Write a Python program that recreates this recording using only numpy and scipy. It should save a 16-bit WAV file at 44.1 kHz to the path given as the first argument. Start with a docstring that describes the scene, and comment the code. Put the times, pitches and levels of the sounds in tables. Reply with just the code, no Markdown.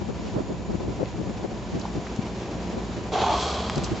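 """Light wind buffets the microphone over a wash of calm water, aboard a boat with an idling engine.
Water plops, and the camera whines and ticks in the hand. About three seconds in, an orca surfaces
off the boat and blows once over a low drone: the jet roars through the resonances of the blowhole
and thins into a hiss of spray. One sharp snap cuts across the tail."""
import sys
import numpy as np
from scipy import signal
from scipy.fft import rfft, irfft
from scipy.io import wavfile
from scipy.ndimage import uniform_filter1d

SR = 44100
rng = np.random.default_rng(int(sys.argv[2]) if len(sys.argv) > 2 else 0)


def log_audio(samples):
    """Write samples as a 16-bit WAV file to the path given in sys.argv[1]."""
    # one column per channel
    frames = np.atleast_2d(samples).T
    # limit to full scale, then quantise
    limited = np.clip(frames, -1, 1)
    pcm = np.round(limited * 32767).astype(np.int16)
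    wavfile.write(sys.argv[1], SR, pcm)


N = 176400
T = np.arange(N) / SR
HZ = np.fft.rfftfreq(N, 1 / SR)


def amp(db):
    """Decibels to gain."""
    return 10 ** (np.asarray(db) / 20)


def unit(x):
    """Scales to rms 1."""
    return x / np.sqrt(np.mean(x ** 2) + 1e-20)


def spectrum(rows, hz=HZ, column=1):
    """Reads a column of a table on a log-frequency axis."""
    rows = np.array(rows)
    return np.interp(np.log(hz + 1e-6), np.log(rows[:, 0] + 1e-6), rows[:, column])


def curve(rows, column=1):
    """Reads a column of a table over time."""
    rows = np.array(rows)
    return np.interp(T, rows[:, 0], rows[:, column])


def wander(rate_hz):
    """Random wander of rms 1 up to a rate."""
    return unit(irfft(rfft(rng.standard_normal(N)) / (1 + (HZ / rate_hz) ** 4), N))


def noise(gain, likeness):
    """Stereo noise of rms 1 with a given spectrum and left-right likeness (correlation)."""
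    mid, side = rfft(rng.standard_normal((2, N)))
    likeness = np.clip(likeness, -1, 1)
    mid, side = mid * np.sqrt(1 + likeness), side * np.sqrt(1 - likeness)
    return unit(irfft(np.array([mid + side, mid - side]) * gain, N))


def pan(db):
    """Gains that put the left channel db above the right."""
    return amp(np.array([[db], [-db]]) / 2)


def resonance(hz, width_hz):
    """Steep-sided resonance curve."""
    return 1 / (1 + ((HZ - hz) / width_hz) ** 2)


def tones(lines, waver_hz, waver_db, spread_rad):
    """Steady machine tones that waver a little in pitch and level."""
    out = np.zeros((2, N))
    for hz, db in lines:
        phase = 2 * np.pi * (np.cumsum(hz + waver_hz * wander(3.36)) / SR + rng.random())
        peak = np.sqrt(2) * amp(db + waver_db * wander(2.3))
        out += peak * np.sin(phase + spread_rad * np.array([[1], [-1]]))
    return out


# Open water and distant air, all around the boat: (frequency [Hz], relative density [dB])
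WASH_SPECTRUM = [(20, -30), (40, -13), (52, -9), (74, -2.5), (105, -1.5), (145, -9), (195, 0), (270, -4),
                 (380, -1.5), (480, -8), (770, -10), (890, -14.5), (1100, -17), (1300, -20.5),
                 (2000, -23.5), (2400, -23.5), (6100, -30), (7300, -33.5), (8000, -43.5)]
# Its width across the microphone: (frequency [Hz], left-right likeness [0..1])
WASH_LIKENESS = [(60, 0.82), (130, 1), (680, 0.98), (1100, 0.77), (1700, 0.55), (3400, 0.66), (7600, 0.71)]
# Drift of its treble: (time [s], relative level [dB])
WASH_TREBLE = [(0, -0.5), (.3, 2), (.42, -1), (1.0, 0.5), (1.5, 0), (1.8, 2.5), (3.0, 3), (4, 6.5)]
# Swell of the low wash and the engine hum, on board: (time [s], relative level [dB])
BOAT_SWELL = [(0, -2), (2.2, 0.5), (2.7, 2), (4, 1)]
def wash(level_db=-35.5, crossover_hz=855):
    """Steady wash of water, air and boat; its bass swells with the engine and its treble drifts."""
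    bed = noise(amp(spectrum(WASH_SPECTRUM)), spectrum(WASH_LIKENESS))
    bass = irfft(rfft(bed) / (1 + (HZ / crossover_hz) ** 4), N)
    bass_db = curve(BOAT_SWELL) + 1.1 * wander(25)
    treble_db = curve(WASH_TREBLE) + 0.96 * wander(31)
    return amp(level_db) * (bass * amp(bass_db) + (bed - bass) * amp(treble_db))


# The engine, heard from on board: (frequency [Hz], level before the swell [dB])
ENGINE_TONES = [(55.5, -48.5), (59.4, -45), (118.7, -45.5), (178.2, -44), (220, -48.5)]
def engine():
    """The idling engine hums in a few low tones that swell gently."""
    return amp(curve(BOAT_SWELL)) * tones(ENGINE_TONES, waver_hz=0.49, waver_db=2.0, spread_rad=0.13)


# Camera body, at the microphone: (frequency [Hz], width [Hz], level [dB], left-right likeness [-1..1])
CASE_RESONANCES = [(982, 41, -52, 0.96), (2520, 76, -68, -0.77), (6830, 160, -63.5, .7)]
# Its motor, just as close: (frequency [Hz], level [dB])
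MOTOR_TONES = [(1749, -65), (2332, -65), (6778, -68), (6885, -65.5)]
def camera():
    """The motor whines thinly and stirs the resonances of the case."""
    case = sum(amp(db) * noise(resonance(hz, width), likeness)
               for hz, width, db, likeness in CASE_RESONANCES)
    return case + tones(MOTOR_TONES, waver_hz=1.2, waver_db=1.5, spread_rad=0.46)


# Wind rumble on the microphone: (frequency [Hz], relative density [dB])
RUMBLE_SPECTRUM = [(25, -27), (55, -3), (90, 1.5), (160, -4.5), (300, -16.5), (900, -38.5), (3000, -56.5)]
# Breeze across the boat, driving both rumble and eddies: (time [s], level [dB])
BREEZE = [(0, -37), (1.3, -39), (1.6, -43), (2.3, -47.5), (2.9, -43), (3.15, -44.5), (3.65, -57),
          (3.8, -35), (4, -42.5)]
def wind_rumble():
    """Low turbulence, unrelated at the two microphone ports, follows the breeze."""
    return noise(amp(spectrum(RUMBLE_SPECTRUM)), likeness=0) * amp(curve(BREEZE))


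def wind_eddies(per_s=220, low_hz=150, high_hz=700, cycles=0.65, spread_db=3.0, clump_db=4.5, pan_db=3):
    """Small eddies pop at random on either microphone port."""
    out = np.zeros((2, N))
    t = np.arange(-1000, 1000) / SR
    pitches = np.geomspace(low_hz, high_hz, 10)
    for hz in pitches:
        hits = rng.random((2, N)) < per_s / len(pitches) / SR
        strength = amp(spread_db * np.minimum(rng.exponential(1, (2, N)), 2.5))
        pop = np.exp(-(t * hz / cycles) ** 2) * np.sin(2 * np.pi * (hz * t + rng.random()))
        out += signal.oaconvolve(hits * strength, pop[None], "same", axes=1)
    return unit(out * amp(clump_db * wander(19.0))) * amp(curve(BREEZE)) * pan(pan_db)


# Puffs right on the microphone: (time [s], half-length [s], level [dB], pitch [Hz], pan [dB])
PUFFS = [(0.022, 0.0065, -25.5, 254, 15.5), (.1, 0.016, -26, 293, 6), (0.363, 0.024, -24, 290, -3.5),
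         (0.393, 0.027, -27.5, 398, -2), (0.507, 0.026, -27.5, 300, -0.5), (0.713, 0.028, -29, 260, 5.5),
         (.745, 0.019, -26, 280, 4.5), (0.809, 0.018, -30.5, 276, 7.5), (0.851, 0.014, -30, 270, 8),
         (0.896, 0.039, -27.5, 237, 1), (0.924, 0.009, -32.5, 417, 1), (1.014, 0.02, -25.5, 327, 4),
         (1.034, 0.0054, -29, 400, 14), (1.208, 0.045, -30, 245, 9), (1.3, 0.014, -26.5, 235, 2),
         (1.451, 0.015, -27.5, 340, 9.5), (1.761, 0.052, -25.5, 232, -2.5), (1.969, 0.04, -28.5, 220, 6.5),
         (2.783, 0.023, -29, 330, 3.5), (3.78, 0.02, -24, 240, 3), (3.928, 0.023, -25, 220, -5)]
# Spectrum of one puff: (frequency [multiple of its pitch], relative density [dB])
PUFF_SPECTRUM = [(.1, -17), (.4, 1), (.7, 4.5), (1.2, 1.5), (2, -6.5), (3.2, -17.5), (5, -27.5), (12, -51)]
def wind_buffets(size=8192):
    """Short puffs of wind hit the microphone, with separate turbulence at each port."""
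    out = np.zeros((2, N))
    hz = np.fft.rfftfreq(size, 1 / SR)
    for centre_s, half_s, db, pitch_hz, pan_db in PUFFS:
        colour = amp(spectrum(PUFF_SPECTRUM, hz / pitch_hz))
        puff = irfft(rfft(rng.standard_normal((2, size))) * colour)
        span = np.arange(size) + int(np.clip(centre_s * SR - size / 2, 0, N - size))
        swell = np.exp(-2 * ((T[span] - centre_s) / half_s) ** 2)
        out[:, span] += unit(puff * swell) * np.sqrt(np.mean(swell ** 2)) * amp(db) * pan(pan_db)
    return out


# Thumps on and around the microphone: (time [s], pitch [Hz], half-length [s], level [dB], pan [dB])
POPS_AND_PLOPS = [(.366, 251, 0.0024, -20, -4), (.385, 425, .0014, -21.5, -4),
                  (.407, 279, 0.004, -20.5, -8), (.754, 203, 0.0025, -22.5, 9), (.881, 425, 0.0017, -25, 8),
                  (1.0307, 453, 0.0014, -14, 8), (1.216, 382, 0.00097, -25, 6),
                  (1.448, 440, 0.002, -21.5, 1), (1.463, 400, 0.0013, -27, 5),
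                  (1.752, 279, .0018, -23.5, 10), (1.776, 382, 0.00094, -22, -6),
                  (1.855, 900, 0.0018, -21, 1), (1.975, 310, 0.0014, -23.5, 0),
                  (2.193, 194, 0.0036, -16, 9), (3.772, 134, 0.0076, -23, 6), (3.921, 251, 0.0018, -25, 19)]
def thumps():
    """Hard pops of wind, dull knocks and a plop of water, a few cycles each."""
    out = np.zeros((2, N))
    for centre_s, hz, half_s, db, pan_db in POPS_AND_PLOPS:
        swell = np.exp(-((T - centre_s) / half_s) ** 2)
        out += amp(db) * pan(pan_db) * swell * np.sin(2 * np.pi * hz * (centre_s - T))
    return out


# Handling, next to the microphone: (time [s], level [dB], frequency [Hz], width [Hz], decay [s])
HAND_TICKS = [(1.057, -37, 2520, 910, .003), (1.797, -31.5, 6360, 1200, 0.0017),
              (1.813, -40.5, 4400, 900, 0.007), (2.067, -36, 1590, 700, .006),
              (2.162, -33.5, 6500, 1500, 0.0012), (3.758, -31, 5400, 2000, 0.0042),
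              (3.779, -29.5, 4700, 3180, .003), (3.837, -31, 5530, 2480, 0.0027),
              (3.842, -31.5, 5300, 2200, 0.013)]
def handling_ticks():
    """Brief bright ticks and scuffs of a hand on the camera."""
    out = np.zeros((2, N))
    for start_s, db, hz, width, decay_s in HAND_TICKS:
        envelope = (T >= start_s) * np.exp(-abs(T - start_s) / decay_s)
        out += amp(db) * envelope * noise(resonance(hz, width), likeness=0.72)
    return out


# A snap, dead centre at the microphone: (frequency [Hz], relative density [dB])
SNAP_SPECTRUM = [(200, -5.5), (800, 2), (2300, -1), (3500, -11), (5800, -11), (7200, -16.5)]
def snap(at_s=3.6988, peak_db=-12):
    """A single sharp push and pull of pressure."""
    delay = np.exp(-2j * np.pi * HZ * at_s)
    click = irfft(1j * amp(spectrum(SNAP_SPECTRUM)) * delay, N)  # 1j gives two opposite lobes
    return amp(peak_db) * click / abs(click).max()


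# Low drone under the blow, heard from the boat: (time [s], pitch [Hz], level [dB])
DRONE_GLIDE = [(3.08, 77.6, -58), (3.2, 76.6, -38), (3.45, 72.7, -38), (3.65, 72.3, -37), (3.85, 66.9, -47),
               (4.0, 66, -42)]
def drone():
    """A low tone enters just ahead of the blow and sinks slowly."""
    phase = 2 * np.pi * np.cumsum(curve(DRONE_GLIDE)) / SR
    started = T > DRONE_GLIDE[0][0]
    return np.sqrt(2) * np.sin(phase) * amp(curve(DRONE_GLIDE, column=2)) * started


def mist(centre_s=3.44, half_s=0.096, hz=5600, width_hz=1400, db=-40):
    """Fine mist brightens the hiss as the plume spreads."""
    swell = np.exp(-((T - centre_s) / half_s) ** 2)
    return amp(db) * swell * noise(resonance(hz, width_hz), likeness=1.0)


# Hiss above the blowhole: (frequency [Hz], relative jet density [dB], relative spray density [dB])
HISS_SPECTRA = [(170, -26, -33), (344, 8.5, 5), (1200, 0, 0.5), (1670, -5, -7), (2020, -2, -8.5),
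                (2300, 0.5, -1.5), (2930, 0.5, -3), (3300, 6.5, 7), (3580, 0, -2), (4080, 1.5, 2.5),
                (5000, -6.5, -2.5), (6140, -6, -9), (7270, -8.5, -9.5), (7800, -22, -9.5),
                (7900, -43, -30.5)]
# The change from jet to spray: (start [s], end [s])
JET_TO_SPRAY = [3.3, 3.39]
def plume_hiss(likeness):
    """The hiss of rushing air gives way to the hiss of spray."""
    jet = noise(amp(spectrum(HISS_SPECTRA)), likeness)
    spray = noise(amp(spectrum(HISS_SPECTRA, column=2)), likeness)
    spray_share = np.interp(T, JET_TO_SPRAY, [0, 1])
    return np.sqrt(1 - spray_share) * jet + np.sqrt(spray_share) * spray


# Resonances of the orca's airway: (pitch [Hz])
AIRWAY_PITCHES = [418, 630, 720, 783, 884, 1016, 1103, 1205, 1450]
# One row for each pitch: (width [Hz], weight at the start [dB], fully open [dB], in the tail [dB])
AIRWAY_MODES = [(49, 0, -9, -1), (71, -5, -4, -1), (26.2, -2.5, -0.5, -3), (24, -3, -5, -3),
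                (40, -4, 0, -5), (20, -9.5, -7, -1.5), (34, -5, -4.5, -4.5), (45, -14, -7, -4),
                (200, -9, -14, -8.5)]
# Stages of the blowhole: (starts to widen [s], fully open [s], starts to relax [s], tail [s])
BLOWHOLE_STAGES = [3.21, 3.28, 3.33, 3.41]
# The jet favours resonances near a pitch that climbs as it pushes: (time [s], pitch [Hz])
JET_FOCUS = [(3.135, 440), (3.16, 740), (3.21, 720), (3.245, 790), (3.275, 1090), (3.305, 870),
             (3.35, 1110)]
def airway_roar(likeness, focus_db=4.5, focus_width_hz=160, bend_share=.012, bend_hz=9):
    """The jet rings the flexing airway; the higher resonances take over as it opens."""
    pushing = np.interp(T, BLOWHOLE_STAGES[2:], [1, 0])
    flexed_time = T + np.cumsum(bend_share * wander(bend_hz)) / SR  # bends all pitches together
    roar, power = 0, 0
    for hz, (width, start_db, open_db, tail_db) in zip(AIRWAY_PITCHES, AIRWAY_MODES):
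        stage_db = np.interp(T, BLOWHOLE_STAGES, [start_db, open_db, open_db, tail_db])
        nearness = np.exp(-((hz - curve(JET_FOCUS)) / focus_width_hz) ** 2)
        weight = amp(stage_db + focus_db * pushing * nearness)
        ring = noise(resonance(hz, width), likeness)
        roar += weight * np.array([np.interp(flexed_time, T, side) for side in ring])
        power += weight ** 2
    roar = roar / np.sqrt(power)
    return roar / np.sqrt(uniform_filter1d((roar ** 2).mean(0), size=1300))  # the jet's force is steady


# The blow, across the water: (time [s], relative roar level [dB], relative hiss level [dB])
BLOW_LEVELS = [(3.135, -23.5, -33.5), (3.165, -22, -35.5), (3.21, -24, -30.5), (3.243, -19, -33.5),
               (3.255, -28, -32.5), (3.268, -21, -33.5), (3.29, -22, -34), (3.306, -18.5, -33.5),
               (3.325, -23.5, -31.5), (3.35, -23.5, -35.5), (3.40, -28.5, -32.5), (3.47, -28, -35),
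               (3.515, -30.5, -34), (3.56, -31, -37), (3.66, -32.5, -36.5)]
# Its width across the microphone: (frequency [Hz], left-right likeness [0..1])
BLOW_LIKENESS = [(100, 1), (750, 0.96), (1100, .94), (2000, .78), (3300, 0.87), (7500, 0.63)]
def orca_blow(start_s=3.114, attack_s=.019, fade_s=3.602, roar_trim_db=-1.5, hiss_trim_db=1):
    """One breath bursts out as a fluttering jet; the roar dies down and droplets roughen the hiss."""
    likeness = spectrum(BLOW_LIKENESS)
    onset = np.clip((T - start_s) / attack_s, 0, 1)
    fading_s = np.maximum(T - fade_s, 0)
    roar_db = curve(BLOW_LEVELS) + roar_trim_db - 27 * fading_s
    hiss_db = curve(BLOW_LEVELS, column=2) + hiss_trim_db - 41 * fading_s
    roar = airway_roar(likeness) * amp(roar_db)
    hiss = plume_hiss(likeness) * amp(hiss_db)
    flutter_db = 1.3 * wander(rate_hz=90)
    plume = hiss + mist()
    sputter_db = 1.1 * wander(rate_hz=250)
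    return onset * pan(-.5) * (roar * amp(flutter_db) + plume * amp(.5 * flutter_db + sputter_db))


def scene():
    """The orca from the boat, with water and engine behind it and wind and camera up close."""
    return (orca_blow() + drone() + wash() + engine() + wind_buffets() + wind_eddies() + wind_rumble()
            + camera() + thumps() + handling_ticks() + snap())


def record(dry):
    """The recorder's band limit cuts the top treble steeply."""
    lowpass = signal.firwin(701, cutoff=8030, window=("kaiser", 9), fs=SR)
    return signal.oaconvolve(dry, lowpass[None], "same")


dry = scene()
out = record(dry)
log_audio(out)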